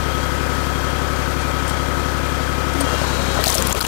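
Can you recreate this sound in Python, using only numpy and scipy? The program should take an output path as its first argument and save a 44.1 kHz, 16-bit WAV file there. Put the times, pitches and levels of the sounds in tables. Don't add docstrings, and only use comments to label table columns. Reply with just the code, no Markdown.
import sys
import numpy as np
from scipy import signal
from scipy.fft import irfft
from scipy.io import wavfile

SR = 44100
rng = np.random.default_rng(int(sys.argv[2]) if len(sys.argv) > 2 else 0)


def int16_out(signal):
    q = np.round(np.clip(np.atleast_2d(signal).T, -1, 1) * 32767)
    wavfile.write(sys.argv[1], SR, q.astype(np.int16))


def invert_db(x):
    u = np.asarray(x, float) / 20
    return 10 ** u


N = 170667

# time in seconds, speed in cycles per second.
ENGINE_SPEED = [
    (0, 11.508),
    (2.85, 11.508),
    (3.05, 11.33),
    (3.3, 11.1),
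    (3.6, 10.8),
    (3.87, 10.5),
]
# time in seconds, load from 0 to 1.
HYDRAULIC_LOAD = [
    (0, 0.54),
    (2.72, 0.5),
    (2.9, 1),
    (3.1, 1),
    (3.4, 1),
    (3.87, 1),
]
# multiple of the cycle rate, level in dB.
EXHAUST_ORDERS = [(3, -47), (6, -29), (9, -37), (12, -39), (13, -40), (14, -48), (15, -42), (16, -48),
                  (18, -45), (20, -47), (21, -50), (22, -42), (23, -43), (24, -43), (25, -47), (35, -48),
                  (29, -47), (30, -42), (31, -50), (33, -51), (34, -51), (39, -50), (41, -50), (42, -49),
                  (43, -46), (44, -44), (45, -50)]
# multiple of the cycle rate, level in dB.
GEAR_AND_VALVE_ORDERS = [(47, -48), (48, -46), (50, -49), (51, -49), (52, -51), (59, -50), (62, -50), (64, -50),
                         (65, -49), (66, -53), (73, -52), (79, -51), (80, -49), (82, -51), (83, -47), (86, -49),
                         (90, -50), (94, -51), (101, -49), (105, -50), (108, -50), (114, -47), (118, -46), (125, -47),
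                         (128, -52), (129, -47), (132, -49), (135, -51), (136, -51), (138, -52),
                         (147, -53), (149, -53), (151, -55), (154, -53), (159, -57), (166, -55), (171, -56),
                (175, -56), (177, -54), (179, -55), (182, -55), (189, -58), (196, -58), (205, -60),
                (212, -58), (227, -62), (268, -59), (277, -60)]
# frequency in Hz, level in dB.
CLATTER_SPECTRUM = [(150, -58), (400, -58), (900, -59), (1500, -59), (2000, -65), (3000, -70), (5000, -78)]
# frequency in Hz, level in dB per Hz.
NOISE_SPECTRUM = [(170, 1), (500, -7), (700, -16), (1400, -10.5), (2000, -17.5), (4000, -22.5), (9000, -30),
                  (15000, -35.5)]
# frequency in Hz, width in Hz, level in dB.
BLOCK_RESONANCES = [(3240, 120, -50.5), (12500, 200, -63), (2419, 61, -53)]
# time in seconds, pitch in Hz, level in dB.
PUMP_TONE = [(0, 1277.4, -35), (2.92, 1277.4, -35), (3.0, 1275, -41), (3.87, 1270, -42)]
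# time in seconds, pitch in Hz, level in dB.
LOADED_WHINE = [(3.14, 556, -46), (3.19, 552, -34.5), (3.36, 542, -34.5), (3.45, 536, -42),
                (3.62, 528, -36), (3.7, 522, -41), (3.8, 513, -50)]
# start in seconds, end in
# seconds, pitch in Hz, level in dB, pitch sag as a share per second.
WHISTLES_AND_HUMS = [(2.82, 3.0, 3195, -43, .01), (2.84, 3.05, 2792, -42, 0), (2.83, 3.07, 2355, -48, 0),
                     (2.96, 3.09, 5165, -46, .02), (2.92, 3.08, 3915, -46, .02), (3.05, 3.43, 3910, -41, .05),
                     (3.0, 3.42, 4345, -45, .09), (2.95, 3.12, 1495, -42, .03), (3.12, 3.4, 1430, -44, .06),
                     (2.9, 3.42, 6600, -50, .01), (3.0, 3.42, 7380, -51, .08), (2.85, 3.4, 5860, -56, 0),
                     (3.25, 3.46, 3090, -49, .02), (3.13, 3.4, 2290, -50, .04), (3.13, 3.4, 5150, -53, .02),
                     (3.7, 3.8, 980, -39, .02), (3.5, 3.69, 1060, -40, 0), (3.55, 3.68, 1175, -41, 0),
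                     (3.38, 3.46, 1900, -40, 0), (2.74, 2.87, 279, -30.5, .02), (3.04, 3.3, 207, -37, .08),
                     (3.57, 3.73, 195, -38, .05), (3.08, 3.35, 395, -42, .05)]
# start in seconds, peak in dB, pitch in Hz.
FIBRE_SNAPS = [(3.411, -13, 3830), (3.44, -4, 4600), (3.4527, -12, 2810), (3.4595, -7, 4430),
               (3.4635, -13, 7000), (3.4689, -9, 6490), (3.476, -18, 3200), (3.479, -7, 4400),
               (3.483, -7.5, 6800), (3.491, -13, 3940), (3.497, -10, 9000), (3.502, -7, 6440),
               (3.513, -13, 8300), (3.524, -12, 4870), (3.529, -13, 6800), (3.541, -10, 4020),
               (3.5445, -6.5, 8800), (3.5506, -7, 7000), (3.555, -9, 9000), (3.5628, -13, 9000),
               (3.5734, -12.5, 3600), (3.581, -5.5, 5295), (3.602, -14, 8950), (3.6233, -7, 7200),
               (3.6692, -10.5, 10300), (3.6722, -10.5, 9500), (3.6965, -15, 9000), (3.701, -16, 12000),
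               (3.7077, -13, 2960), (3.726, -6.5, 6840), (3.749, -13, 2550), (3.7943, -15, 9000),
               (3.806, -11, 4430), (3.81, -14, 10100), (3.811, -8, 4560), (3.8255, -19, 6200),
               (3.8285, -18, 9000), (3.831, -23, 8000), (3.844, -23, 10000), (3.849, -11, 3020),
               (3.8655, -15, 7000)]
# time in seconds, level in dB.
TEARING_LEVEL = [(3.39, -58), (3.432, -35), (3.47, -24), (3.55, -26), (3.6, -32), (3.66, -35), (3.73, -32),
                 (3.8, -31), (3.87, -29)]
# start in seconds, peak in dB, pitch in Hz.
DULL_KNOCKS = [(2.81, -16, 580), (2.806, -21, 990), (2.75, -17, 400), (2.765, -19, 580), (2.865, -19, 570),
               (2.89, -21, 1000), (2.94, -15, 500), (3.015, -16, 570), (3.368, -16, 600),
               (3.372, -18, 1300), (3.378, -19, 900), (3.388, -15, 620), (3.395, -15, 430),
               (3.44, -19, 1280), (3.468, -15, 670), (3.5, -15, 950), (3.503, -18, 640), (3.554, -16, 650),
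               (3.595, -20, 520), (3.685, -20, 1050), (3.73, -21, 1100), (3.746, -18, 650),
               (3.75, -20, 1280), (3.755, -19, 420), (3.806, -17, 1280), (3.816, -19, 1000),
               (3.848, -23, 1000)]
# start in seconds, peak in dB.
LEVER_CLINKS = [
    (1.679, -19),
    (1.694, -19),
    (2.735, -26),
    (2.806, -15),
    (2.811, -17),
]
# frequency in Hz, level in dB, 60 dB decay in seconds.
LEVER_MODES = [(2100, -9, .02), (3200, 0, .03), (4750, -3, .015), (5680, -3, .02), (7500, -2, .015),
               (8480, 0, .02), (8830, -1, .025), (9970, -5, .02), (11650, -9, .02)]
# start in seconds, depth in dB, recovery in seconds.
LIMITER_DIPS = [(3.445, 3, .05), (3.47, 4, .05), (3.50, 4, .05), (3.542, 9, .055), (3.67, 6, .015),
                (3.698, 5, .015), (3.729, 12, .055), (3.785, 5, .02), (3.794, 13, .04), (3.827, 18, .025),
                (3.852, 8, .04)]

FIRING_AT = .73
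GEARS_FADE_PER_S, LOAD_GEARS_DB = .3, -14
LOAD_EXHAUST_DB, LOAD_NOISE_DB = 1, 4
WOBBLE_DB, PATCHY_DB, CLATTER_UNEVEN_DB = .5, .67, 3
NOISE_DB, NOISE_LOW_CUT_HZ, RUMBLE_DB = -33, 330, -56
KNOCK_DB, KNOCK_WIDTH = 2, 1
PUMP_SWELL, PUMP_SWELL_AT = .3, .255
OIL_HISS_DB, OIL_LOW_HZ, OIL_HIGH_HZ = -38.5, 2700, 8300
GROAN_DB = -33
WHISTLE_WAVER, WHISTLE_FLICKER_DB = .0006, 1.3
CRACK_OCTAVES, SNAP_T60_S = .2, .011
SNAP_DB, RING_DB = -4.5, -7.5
TEAR_PER_S, TEAR_UNEVEN_DB = 3000, 3.5
KNOCK_T60_S, KNOCK_SPREAD = .12, .08
DUCK_ATTACK_S, LEFT_DB, CUTOFF_HZ = .004, 6, 16350


def rms_one(x):
    return x / np.sqrt(np.mean(x ** 2) + 1e-20)


def in_time(rows):
    s, *columns = np.transpose(rows)
    return [np.interp(np.arange(N) / SR, s, c) for c in columns]


def at_hz(points, hz):
    table_hz, db = np.transpose(points)
    return np.interp(np.log(hz), np.log(table_hz), db)


def drift(rate):
    r = np.exp(-80 * np.pi * rate / SR)
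    slow = signal.lfilter([1], [1, -2 * r, r * r], rng.standard_normal(N // 40 + 2002))[2000:]
    return np.interp(np.arange(N) / 40, np.arange(len(slow)), rms_one(slow))


def ring(x, hz, t60):
    r, w = invert_db(-60 / (t60 * SR)), 2 * np.pi * hz / SR
    return signal.lfilter([0, np.sin(w)], [1, -2 * r * np.cos(w), r * r], x + 1e-18)


def band(x, low_hz, high_hz):
    sos = signal.butter(2, [low_hz, min(high_hz, .45 * SR)], "band", fs=SR, output="sos")
    return signal.sosfilt(sos, x)


def narrow(hz, width_hz):
    t60 = np.log(1000) / np.pi / width_hz
    once = ring(rng.standard_normal(N), hz, t60)
    return rms_one(ring(once, hz, t60))


def tone(hz):
    return np.sqrt(2) * np.sin(2 * np.pi * np.cumsum(hz) / SR)


def burst(s, t60):
    t = np.arange(6000) / SR
    return int(s * SR), rng.standard_normal(6000) * invert_db(-60 * t / t60)


def looped(levels_db, phases, cycle):
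    table = irfft(invert_db(levels_db) * np.exp(1j * phases), 8192) * 8192 / np.sqrt(2)
    return np.interp(cycle % 1 * 8192, np.arange(8193), np.append(table, table[0]))


def engine(load):
    speed, = in_time(ENGINE_SPEED)
    cycle = np.cumsum(speed) / SR - FIRING_AT
    sag = np.clip((speed[0] - speed) / GEARS_FADE_PER_S, 0, 1)
    out = engine_orders(cycle, sag, load) + engine_noise(cycle, load) + pump(cycle)
    return out + invert_db(RUMBLE_DB) * rms_one(band(rng.standard_normal(N), 38, 103))


def engine_orders(cycle, sag, load):
    orders = np.arange(4097)
    chance = rng.uniform(0, 2 * np.pi, 4097)
    exhaust, gears = np.full((2, 4097), -200.)
    for table, levels in (EXHAUST_ORDERS, exhaust), (GEAR_AND_VALVE_ORDERS, gears):
        levels[[int(k) for k, _ in table]] = [db for _, db in table]

    clatter = at_hz(CLATTER_SPECTRUM, np.clip(orders * ENGINE_SPEED[0][1], 1, None))
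    clatter = clatter + rng.normal(0, CLATTER_UNEVEN_DB, 4097)
    clatter -= 200 * ((orders < 7) | (orders > 500))
    clatter[(exhaust > -150) | (gears > -150)] = -200

    exhaust_phases = chance * ((orders > 25) | (exhaust < -46))
    out = invert_db(LOAD_EXHAUST_DB * load) * looped(exhaust, exhaust_phases, cycle)
    gear_level = invert_db(LOAD_GEARS_DB * sag + WOBBLE_DB * drift(3.1))
    out += gear_level * looped(gears, chance, cycle)
    return out + looped(clatter, chance, cycle)


def engine_noise(cycle, load):
    firing = np.exp(KNOCK_WIDTH * (np.cos(6 * np.pi * cycle) - 1))
    puff = invert_db(KNOCK_DB * firing + LOAD_NOISE_DB * load)
    white = rng.standard_normal((2, N))
    edges = 150 * 2 ** np.arange(0, 7.1, .5)
    noise = 0
    for k, (lo, hi) in enumerate(zip(edges, edges[1:])):
        level = invert_db(at_hz(NOISE_SPECTRUM, np.sqrt(lo * hi)) + PATCHY_DB * drift(31))
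        steady = puff if lo < 500 else 1
        noise = noise + level * band(white[k % 2], lo, hi) / steady
    noise = band(invert_db(NOISE_DB) * rms_one(noise), NOISE_LOW_CUT_HZ, .45 * SR)
    for hz, width_hz, db in BLOCK_RESONANCES:
        noise += invert_db(db + 2.6 * drift(3.7)) * narrow(hz, width_hz)
    return puff * noise


def pump(cycle):
    hz, db = in_time(PUMP_TONE)
    swell = 1 + PUMP_SWELL * np.cos(2 * np.pi * (cycle - PUMP_SWELL_AT))
    return invert_db(db + .5 * drift(5)) * swell * tone(hz)


def cracks():
    out = np.zeros(N + SR)
    for s, db, hz in FIBRE_SNAPS:
        i, spit = burst(s, SNAP_T60_S)
        pitched = band(spit, hz * 2 ** -CRACK_OCTAVES, hz * 2 ** CRACK_OCTAVES)
        wide = band(spit, 2800, 14000)
        snap = invert_db(RING_DB) * pitched / np.abs(pitched).max()
        snap += invert_db(SNAP_DB) * wide / np.abs(wide).max()
        out[i:i + len(spit)] += invert_db(db) * snap
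    return out[:N]


def tearing():
    ticks = invert_db(TEAR_UNEVEN_DB * np.minimum(rng.exponential(1, N), 3)) * rng.choice([-1, 1], N)
    ticks *= rng.random(N) < TEAR_PER_S * invert_db(3 * drift(90)) / SR
    dealt = rng.integers(0, 16, N)
    grains = 0
    for k, hz in enumerate(np.geomspace(3000, 14000, num=16)):
        grains = grains + ring(ticks * (dealt == k), hz, 3.0 / hz)
    started = np.arange(N) > TEARING_LEVEL[0][0] * SR
    return invert_db(in_time(TEARING_LEVEL)[0]) * rms_one(grains) * started


def knocks():
    out = np.zeros(N + SR)
    for s, db, hz in DULL_KNOCKS:
        i, push = burst(s, .012)
        hit = 0
        for k in (-1, 0, 1.4):
            hit = hit + ring(push, hz * (1 + KNOCK_SPREAD * k), KNOCK_T60_S / (1 + abs(k)))
        out[i:i + len(hit)] += invert_db(db) * hit / np.abs(hit).max()
    return out[:N]


def levers():
    out = np.zeros(N + SR)
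    for s, db in LEVER_CLINKS:
        i, rattle = burst(s, .04)
        hit = 13.0 * band(rattle, 2500, 12000)
        for hz, level, t60 in LEVER_MODES:
            hit += invert_db(level + rng.normal(0, 2)) * ring(rattle, hz, t60)
        out[i:i + len(hit)] += invert_db(db) * hit / np.abs(hit).max()
    return out[:N]


def hydraulics(load):
    t = np.arange(N) / SR
    hz, db = in_time(LOADED_WHINE)
    on = np.clip(np.minimum(t - LOADED_WHINE[0][0], LOADED_WHINE[-1][0] - t) / .037, 0, 1)
    out = on * invert_db(db + WHISTLE_FLICKER_DB * drift(4.7)) * tone(hz)
    hiss = rms_one(band(rng.standard_normal(N), OIL_LOW_HZ, OIL_HIGH_HZ))
    out += load * invert_db(OIL_HISS_DB + 1.5 * drift(27)) * hiss
    groan = rms_one(band(rng.standard_normal(N), 344, 1380))
    out += load * invert_db(GROAN_DB + 2.5 * drift(38)) * groan
    for start, end, hz, db, sag in WHISTLES_AND_HUMS:
        pitch = hz * (1 - sag * (t - start) + WHISTLE_WAVER * drift(20.5))
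        on = np.clip(np.minimum(t - start, end - t) / .013, 0, 1)
        out += on * invert_db(db + WHISTLE_FLICKER_DB * drift(20)) * tone(pitch)
    return out


def limiter_gain():
    t = np.arange(N) / SR
    dip_db = np.zeros(N)
    for s, db, back in LIMITER_DIPS:
        fall, recovery = (t - s) / DUCK_ATTACK_S, 1.3 - 1.74 * (t - s) / back
        dip_db += db * np.clip(np.minimum(fall, recovery), 0, 1)
    return invert_db(-dip_db)


def scene():
    load = np.clip(in_time(HYDRAULIC_LOAD)[0], 0, 1.5)
    steady = engine(load) + hydraulics(load) + tearing()
    hits = levers() + knocks() + cracks()
    left = invert_db(LEFT_DB) * (steady * limiter_gain() + hits)
    return np.array([left, 0 * left])


def top_cut(x):
    return signal.sosfilt(signal.butter(12, 16900, fs=SR, output="sos"), x)


def record(dry):
    rounded = .95 * np.tanh(dry / .95)
    low_pass = signal.cheby2(16, 70, CUTOFF_HZ, fs=SR, output="sos")
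    mix = signal.sosfilt(low_pass, rounded)
    return top_cut(mix)


dry = scene()
out = record(dry)
int16_out(out)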